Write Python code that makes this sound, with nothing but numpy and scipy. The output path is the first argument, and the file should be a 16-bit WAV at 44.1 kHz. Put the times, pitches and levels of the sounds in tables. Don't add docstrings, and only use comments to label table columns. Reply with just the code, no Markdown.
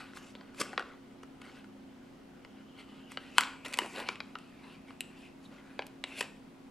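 import sys
import numpy as np
from scipy import signal
from scipy.fft import rfft, irfft, next_fast_len
from scipy.io import wavfile

SR = 44100
rng = np.random.default_rng(int(sys.argv[2]) if len(sys.argv) > 2 else 0)


def transcribe(u):
    v = np.clip(np.atleast_2d(u).T, -1, 1)
    q = np.round(v * 32767).astype(np.int16)
    wavfile.write(sys.argv[1], SR, q)


N = 295470
TIME_S = np.arange(N) / SR
OPENS_S, FLEX_S, STROKE_LEAD_S = 3.58, .06, .1
HOLDING_DB = (-74, 4.5, -6)
FACET_EDGES_HZ = np.linspace(np.sqrt(200), np.sqrt(15000), 16) ** 2

# frequency in Hz, density in dB per Hz.
AIR_DENSITY_DB = [(20, -90.5), (45, -88.5), (100, -88.5), (190, -82), (300, -82), (450, -88.5), (750, -91),
                  (1400, -99), (2800, -103), (5000, -110), (8000, -116), (13000, -120), (16000, -130)]
# frequency in Hz, left-right correlation.
AIR_CORRELATION = [(30, 0.29), (80, 0.55), (180, 0.93), (380, 0.33), (950, 0.17), (2400, 0.32), (6000, .25),
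                   (15000, 0.092)]
# frequency in Hz, rms level in dB, waver from 0 to 1.
HUM_LINES = [(118.7, -75.5, .15), (166.6, -73.5, 0.7), (207.4, -64, 0.92), (237.9, -63.5, 0.3),
             (268.3, -57.5, 0.24), (359.2, -67, 0.1)]
# frequency in Hz, left-right correlation.
ROOM_CORRELATION = [(200, 0.876), (1600, 0.98), (5000, 0.9), (14000, 0.44)]
# frequency in Hz, T60 in seconds.
TAIL_T60_S = [(200, 2.5), (530, 0.45), (1400, 0.46), (3700, 0.42), (9700, 0.5), (15000, 0.4)]
# frequency in Hz, gain in dB.
TAIL_GAIN_DB = [(200, -14.5), (600, -9.5), (1400, -11.5), (3000, -13), (7000, -13.5), (14000, -26.5)]
# frequency in Hz, left minus right in dB.
PORT_BALANCE_DB = [(600, 0.3), (1300, 1.5), (3000, 1.6), (5000, -0.23), (9000, 1), (11000, 0.5),
                   (13000, -11), (16000, 2)]
# frequency in Hz, lead of the left port in radians.
PORT_LEAD_RAD = [(1000, 0.2), (4000, 0.21), (8000, 0.61), (11500, .2), (13100, 1.6)]
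# low edge in Hz, high edge in Hz.
REGISTERS_HZ = [(230, 850), (850, 1800), (1800, 5000), (5000, 13300)]
# frequency in Hz, width in Hz, gain when flat in dB, gain when open in dB.
POUCH_MODES = [(300, 160, -5.5, -1), (474, 130, 3.5, -2), (713, 210, -4.5, -3), (1093, 140, -6.5, -0.5),
               (1377, 210, 2.5, -1.5), (1977, 260, -0.5, -2), (2515, 240, 0, 5), (2930, 680, -1, -9),
               (4330, 710, -10, -11.5), (7598, 1200, -5, -3.5), (9700, 2800, -15, -9)]
# time in seconds, hollow in dB re body.
CAVITY_DB = [(0, -16), (.45, -8), (.62, 0.5), (1.4, -6.5), (3.55, -8.5), (3.85, 3), (4.0, -2), (4.15, -11),
             (5.6, 1), (6.2, 0)]
# frequency in Hz, gain in dB.
CRACKLE_COLOUR_DB = [(250, 5.5), (1000, 2.5), (1700, 0), (2300, 0.5), (2800, 0), (3600, 0), (4600, -0.5),
                     (5800, -1), (8000, -5.5), (10500, -3.5), (12500, -8), (15000, -5)]
# centre in seconds, half length in seconds, pitch in Hz, level in dB.
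FINGER_SQUEAKS = [(0.359, 0.0038, 4130, -55.5), (5.46, 0.0059, 3800, -57), (6.193, 0.0055, 9900, -48)]
# time in seconds, pitch in Hz, relative level in dB.
WALL_RESONANCE = [(2.4, 3010, -75), (2.58, 3030, -68), (3.1, 2915, -61.5), (3.5, 2417, -57.5),
                  (3.7, 2442, -59), (4.1, 2330, -48.5), (4.3, 2694, -85), (4.68, 2490, -66),
                  (4.95, 2600, -69), (5.22, 2670, -62.5), (5.4, 2593, -88), (5.6, 1545, -69),
                  (5.69, 1520, -57), (5.8, 1505, -72), (6.0, 2600, -90), (6.11, 2600, -49.5),
                  (6.22, 2580, -53), (6.36, 2392, -85.5)]
# centre in seconds, half length in seconds, relative crack level in dB,
# body and fizz in dB re crack.
CREASE_RASPS = [(0.547, 0.0016, -54, 5, -5), (0.603, 0.0032, -35, -5, 3), (0.6077, 0.0015, -36.5, -6, 2),
                (0.6153, 0.0026, -26, 0, -3.5), (1.234, 0.0019, -49.5, 7, -6), (1.418, 0.0026, -48, 3, -8),
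                (3.652, .0025, -36, -3, -10.5), (3.663, 0.0049, -35.5, -3.5, -12),
                (6.212, 0.00326, -36.5, 0, -4)]
# start in seconds, length in seconds, relative crack level in dB,
# body and fizz in dB re crack.
FINGER_STROKES = [(0, 0.01, -48, 3, -11), (0.033, 0.072, -59.5, 3.5, -12), (0.165, 0.01, -50.5, -4, -4),
                  (0.224, 0.076, -60, 0, -3), (0.349, 0.15, -68, 5, -16), (0.593, 0.035, -46.5, -2.5, -2),
                  (0.67, 0.064, -56, 0, -11), (0.801, 0.13, -62, 2, -15), (1.438, 0.15, -58, 1.5, -10.5),
                  (2.573, 0.035, -68, -1.5, -14.5), (2.79, 0.016, -53.5, -2.5, -12.5),
                  (2.885, 0.13, -64, -3, -13), (3.113, 0.018, -54.5, -8, -8), (3.21, 0.187, -58, -4, -11.5),
                  (3.384, 0.055, -43.5, -2.5, -6.5), (3.469, 0.043, -51, 3.5, -26),
                  (3.676, 0.18, -51.5, 0.5, -7), (3.816, 0.0254, -48, 0, -10),
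                  (3.895, 0.044, -62.5, -6, 3.5), (3.954, 0.036, -45.5, -1.5, -12),
                  (3.983, 0.021, -43, 2.5, -10.5), (4.067, 0.052, -48, -3, -15.5),
                  (4.24, 0.085, -66.5, 1, -8), (4.391, 0.21, -63, -5, -16), (4.634, 0.11, -57, -2.5, -14.5),
                  (4.886, 0.019, -58.5, -2.5, -13), (5.037, 0.12, -67, 2, -18),
                  (5.174, 0.097, -58.5, -9, -13.5), (5.443, 0.0097, -61.5, -5, -6),
                  (5.519, 0.079, -60.5, 1, -16), (5.655, 0.1375, -64.5, -4, -11),
                  (6.076, 0.16, -52.5, -5.5, -10.5), (6.187, 0.012, -40, -11.5, -7),
                  (6.234, 0.011, -53, -2, -18.5)]
# start in seconds, lower and upper pitch in Hz,
# attack levels of hollow, body, crack and fizz in dB.
PANEL_SNAPS = [(0.1346, 1100, 2050, -58, -51.5, -59, -76), (0.1713, 1300, 2900, -54, -45, -55, -60),
               (0.352, 527, 3900, -49.5, -61, -49.5, -68), (0.4103, 1510, 2270, -57.5, -52, -55, -79.5),
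               (0.7309, 780, 1420, -46, -41.5, -56, -68.5), (0.7363, 1000, 3300, -49, -50, -58, -64),
               (0.7776, 515, 1460, -37.5, -27.5, -32, -53), (0.7948, 870, 1470, -49.5, -33.5, -42.5, -55),
               (0.8049, 1210, 2520, -43, -43, -53, -67), (0.8105, 1300, 2300, -49, -54, -53, -67),
               (0.8245, 1300, 2120, -53, -48, -53, -69), (1.6437, 1390, 2880, -63, -54, -59.5, -73.5),
               (2.4486, 1400, 2930, -57, -52, -51.5, -66), (3.1187, 1330, 3000, -59, -48, -53, -53.5),
               (3.1728, 1290, 3100, -44, -37, -35.5, -55), (3.3824, 1137, 2385, -38.5, -16, -17, -25.5),
               (3.4083, 1250, 2130, -56, -30, -30.5, -34), (3.4356, 1300, 3170, -61, -43, -35, -51),
               (3.6826, 1400, 2410, -66, -54, -53, -53), (3.7274, 2226, 8100, -60, -60, -44, -51),
               (3.7361, 2350, 4640, -64, -52, -39, -46), (3.7405, 1400, 2530, -54, -53, -33.5, -41),
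               (3.7735, 2400, 10000, -48, -53, -45, -47), (3.788, 1020, 2620, -38.5, -25.5, -24.5, -33.5),
               (3.8175, 1050, 2400, -52, -43, -46, -56), (3.861, 785, 2400, -42, -47.5, -45.5, -55),
               (3.9605, 750, 2500, -48, -57, -45, -60), (4.001, 820, 2350, -53, -42, -41.5, -53),
               (4.0378, 600, 1258, -58, -45, -61, -74), (4.0881, 1152, 2000, -39, -31, -30, -45),
               (4.1564, 2000, 3000, -67, -60, -46.5, -62), (4.2037, 830, 2300, -49, -40, -36.5, -56),
               (4.354, 1266, 1520, -51, -37, -43.5, -66), (4.3869, 2330, 8900, -69, -71, -53.5, -61),
               (4.9063, 1037, 1375, -60, -49.5, -56, -81.5), (5.0069, 2630, 4060, -54, -59, -33.5, -38),
               (5.792, 433, 690, -34, -34.5, -35.5, -59.5), (5.8216, 1110, 2840, -50, -48, -43.5, -67),
               (5.8675, 4000, 11600, -76, -78, -55, -54), (6.0396, 1970, 4000, -44.5, -41, -32.5, -48.5),
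               (6.2078, 4300, 10500, -49, -44, -33.5, -43), (6.2098, 402, 2100, -37, -36.5, -32.5, -40),
               (6.2265, 2580, 3220, -63, -59, -40, -51)]


def from_db(db):
    return 10 ** (np.asarray(db) / 20)


def unit_rms(x):
    return x / np.sqrt(np.mean(x ** 2) + 1e-20)


def in_time(rows):
    times_s, *columns = np.transpose(rows)
    return [np.interp(TIME_S, times_s, column) for column in columns]


def at_hz(points, hz):
    points_hz, values = np.transpose(points)
    return np.interp(np.log(np.maximum(hz, 1)), np.log(points_hz), values)


def coloured(x, colour_db):
    size = next_fast_len(N + 4096)
    gain = from_db(at_hz(colour_db, np.fft.rfftfreq(size, 1 / SR)))
    return irfft(rfft(x, size) * gain, size)[:N]


def band(x, edges_hz, order=3):
    return signal.sosfilt(signal.butter(order, edges_hz, "band", fs=SR, output="sos"), x + 1e-18)


def drift(rate_hz):
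    step, settle = 40, 2000
    pole = np.exp(-2 * np.pi * rate_hz * step / SR)
    white = rng.standard_normal(N // step + settle + 2)
    slow = signal.lfilter([1], [1, -2 * pole, pole * pole], white)[settle:]
    return np.interp(np.arange(N) / step, np.arange(len(slow)), unit_rms(slow))


def rough_tone(phase_rad, width_hz):
    return drift(width_hz) * np.cos(phase_rad) + drift(width_hz) * np.sin(phase_rad)


def swell(centre_s, half_s):
    return np.exp(-np.minimum(((TIME_S - centre_s) / half_s) ** 2 / 2, 50))


def add(out, start_s, sound):
    start = int(np.clip(start_s * SR, 0, N - 1))
    out[start:start + len(sound)] += sound[:N - start]


def stereo(mid, side, correlation):
    alike = np.clip(correlation, 0, 1)
    return (np.sqrt(1 + alike) * mid + np.sqrt(1 - alike) * np.array([side, -side])) / np.sqrt(2)


def air():
    size = next_fast_len(N)
    hz = np.fft.rfftfreq(size, 1 / SR)
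    mid, side = rfft(rng.standard_normal((2, size)))
    ports = stereo(mid, side, at_hz(AIR_CORRELATION, hz))
    return irfft(ports * from_db(at_hz(AIR_DENSITY_DB, hz)) * np.sqrt(SR / 2), size)[:, :N]


def hum(waver_hz=3, spread_rad=0.09):
    mid, side = np.zeros((2, N))
    for hz, db, waver in HUM_LINES:
        phase_rad = 2 * np.pi * (hz * TIME_S + rng.random())
        cos, sin = from_db(db) * np.cos(phase_rad), from_db(db) * np.sin(phase_rad)
        in_phase = np.sqrt(2 - 2 * waver ** 2) + waver * drift(waver_hz)
        quadrature = waver * drift(waver_hz)
        mid += in_phase * cos - quadrature * sin
        side += spread_rad * (in_phase * sin + quadrature * cos)
    return np.array([mid + side, mid - side])


def kitchen(x, near_db=-19, near_t60_s=0.038, gap_s=.004):
    t = TIME_S[:int(.6 * SR)]
    late_s = np.maximum(t - gap_s, 0)

    def decay(t60_s):
        return (t > gap_s) * from_db(-60 * late_s / t60_s) * np.sqrt(np.log(1e6) / (t60_s * SR))

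    near = from_db(near_db) * decay(near_t60_s)
    edges_hz = np.geomspace(16, 17000, 21)
    white = rng.standard_normal((2, 2, len(t)))
    response = 0
    for k, (low_hz, high_hz) in enumerate(zip(edges_hz, edges_hz[1:])):
        hz = np.sqrt(low_hz * high_hz)
        mid, side = band(white[k % 2], [low_hz, high_hz], order=2)
        tail = from_db(at_hz(TAIL_GAIN_DB, hz)) * decay(at_hz(TAIL_T60_S, hz))
        response += stereo(mid, side, at_hz(ROOM_CORRELATION, hz)) * (near + tail)
    return signal.fftconvolve(x[None], response, axes=1)[:, :N]


def squeaks(relative_width=0.082):
    return sum(from_db(db) * swell(s, half_s) * rough_tone(2 * np.pi * hz * TIME_S, relative_width * hz)
               for s, half_s, hz, db in FINGER_SQUEAKS)


def scrape(half_width_hz=250, catch_db=2, catch_hz=30, gain_db=-4):
    hz, db = in_time(WALL_RESONANCE)
    grip = from_db(db + gain_db + catch_db * drift(catch_hz))
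    return grip * rough_tone(2 * np.pi * np.cumsum(hz) / SR, half_width_hz)


def ring(hz, width_hz):
    t = TIME_S[:int(.025 * SR)]
    return 2 * np.pi * width_hz / SR * np.exp(-np.pi * width_hz * t) * np.cos(2 * np.pi * hz * t)


def pouch_ring(at_s, detune, uneven_db, scatter, scatter_t60_s=0.012, coating_hz=4500):
    modes = 0
    for hz, width_hz, flat_db, open_db in POUCH_MODES:
        db = (flat_db if at_s < OPENS_S else open_db) + uneven_db * rng.standard_normal()
        modes += from_db(db) * ring(hz * np.exp(detune * rng.standard_normal()), width_hz)
    modes = signal.sosfilt(signal.butter(1, coating_hz, fs=SR, output="sos"), modes)
    echoes = rng.standard_normal(len(modes)) * from_db(-60 * TIME_S[:len(modes)] / scatter_t60_s)
    echoes /= np.sqrt(np.sum(echoes ** 2))
    return modes + scatter * signal.fftconvolve(modes, echoes)[:len(modes)]


def slips(per_s, spread_db):
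    sizes = from_db(spread_db * np.minimum(rng.exponential(1, N), 4))
    signs = np.sign(rng.random(N) - .5)
    return unit_rms(sizes * signs * (rng.random(N) < per_s / SR))


def facets(per_s, spread_db):
    bands_hz = zip(FACET_EDGES_HZ, FACET_EDGES_HZ[1:])
    return unit_rms(sum(band(slips(per_s, spread_db), edges_hz, order=2) for edges_hz in bands_hz))


def crackle(clicks):
    foil = np.zeros(N)
    flex = int(FLEX_S * SR)
    for start in range(0, N, flex):
        fold = pouch_ring(start / SR, detune=0.066, uneven_db=1.0, scatter=0.32)
        add(foil, start / SR, signal.fftconvolve(clicks[start:start + flex], fold))
    foil = coloured(foil, CRACKLE_COLOUR_DB)
    return np.array([unit_rms(band(foil, edges_hz)) for edges_hz in REGISTERS_HZ])


def register_gains(crack_db, body_db, fizz_db, hollow_db):
    return from_db([crack_db + body_db + hollow_db, crack_db + body_db, crack_db, crack_db + fizz_db])


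def rasps(hollow_db, gain_db=-3.5):
    gains = np.zeros((len(REGISTERS_HZ), N))
    for s, half_s, *levels_db in CREASE_RASPS:
        gains += np.outer(register_gains(*levels_db, hollow_db[int(s * SR)]), swell(s, half_s))
    return from_db(gain_db) * np.sum(gains * crackle(slips(per_s=9800, spread_db=2.5)), axis=0)


def stroke(length_s, rise_db_per_s=499.5, sag_db_per_s=5.5, fall_db_per_s=286):
    t = TIME_S[:int((length_s + 3 * STROKE_LEAD_S) * SR)] - STROKE_LEAD_S
    return from_db(rise_db_per_s * np.minimum(t, 0) - sag_db_per_s * np.clip(t, 0, length_s)
                   - fall_db_per_s * np.maximum(t - length_s, 0))


def rubbing(hollow_db, gain_db=-2.02, tick_db=-9):
    power = np.outer(register_gains(*HOLDING_DB, hollow_db.mean()) ** 2, np.ones(N))
    for start_s, length_s, *levels_db in FINGER_STROKES:
        onset_s = start_s - STROKE_LEAD_S
        envelope = stroke(length_s)[int(max(-onset_s, 0) * SR):]
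        gains = register_gains(*levels_db, hollow_db[int(start_s * SR)])
        for register, gain in zip(power, gains):
            add(register, onset_s, (gain * envelope) ** 2)
    pings = facets(per_s=1200, spread_db=3.5)
    ticks = from_db(tick_db) * slips(per_s=140, spread_db=1)
    return from_db(gain_db) * np.sum(np.sqrt(power) * crackle(pings + ticks), axis=0)


def panel(at_s, lower_hz, upper_hz, fizz_re_crack_db, lower_db=3, upper_db=2, q=7):
    pouch = pouch_ring(at_s, detune=0.053, uneven_db=3.1, scatter=0.8)
    lower = from_db(lower_db) * ring(lower_hz, lower_hz / q)
    upper = from_db(upper_db) * ring(upper_hz, upper_hz / q)
    corner_hz = np.clip(24000 * 2 ** (fizz_re_crack_db / 10), SR / 7, SR / 3)
    return signal.sosfilt(signal.butter(3, corner_hz, fs=SR, output="sos"), pouch + lower - upper)


def snaps(echo_gain=0.34, echo_s=0.00113, low_cut_hz=400, attack_s=.006):
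    rings = np.array([panel(s, lower_hz, upper_hz, fizz_db - crack_db)
                      for s, lower_hz, upper_hz, _, _, crack_db, fizz_db in PANEL_SNAPS])
    lags = (SR * echo_s * np.exp(0.18 * rng.standard_normal(len(rings)))).astype(int)
    dull = band(rings, [300, 3000], order=1)
    echoes = np.array([np.roll(echo, lag) for echo, lag in zip(dull, lags)])
    low_cut = signal.butter(3, low_cut_hz, "high", fs=SR, output="sos")
    rings = signal.sosfilt(low_cut, rings + echo_gain * echoes)
    out = np.zeros(N)
    for (s, _, _, *levels_db), sound in zip(PANEL_SNAPS, rings):
        for edges_hz, db in zip(REGISTERS_HZ, levels_db):
            part = band(sound, edges_hz)
            add(out, s, part * from_db(db) / np.std(part[:int(attack_s * SR)]))
    return out


def microphone(x):
    size = next_fast_len(N + 4096)
    hz = np.fft.rfftfreq(size, 1 / SR)
    half = np.array([[.5], [-.5]])
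    ports = from_db(half * at_hz(PORT_BALANCE_DB, hz)) * np.exp(1j * half * at_hz(PORT_LEAD_RAD, hz))
    return irfft(rfft(x, size) * ports, size)[:, :N]


def scene():
    hollow_db, = in_time(CAVITY_DB)
    foil = snaps() + rubbing(hollow_db) + rasps(hollow_db) + scrape() + squeaks()
    return microphone(foil + kitchen(foil)) + hum() + air()


def record(dry, cutoff_hz=15700):
    return signal.sosfilt(signal.ellip(10, .1, 80, cutoff_hz, fs=SR, output="sos"), dry)


dry = scene()
out = record(dry)
transcribe(out)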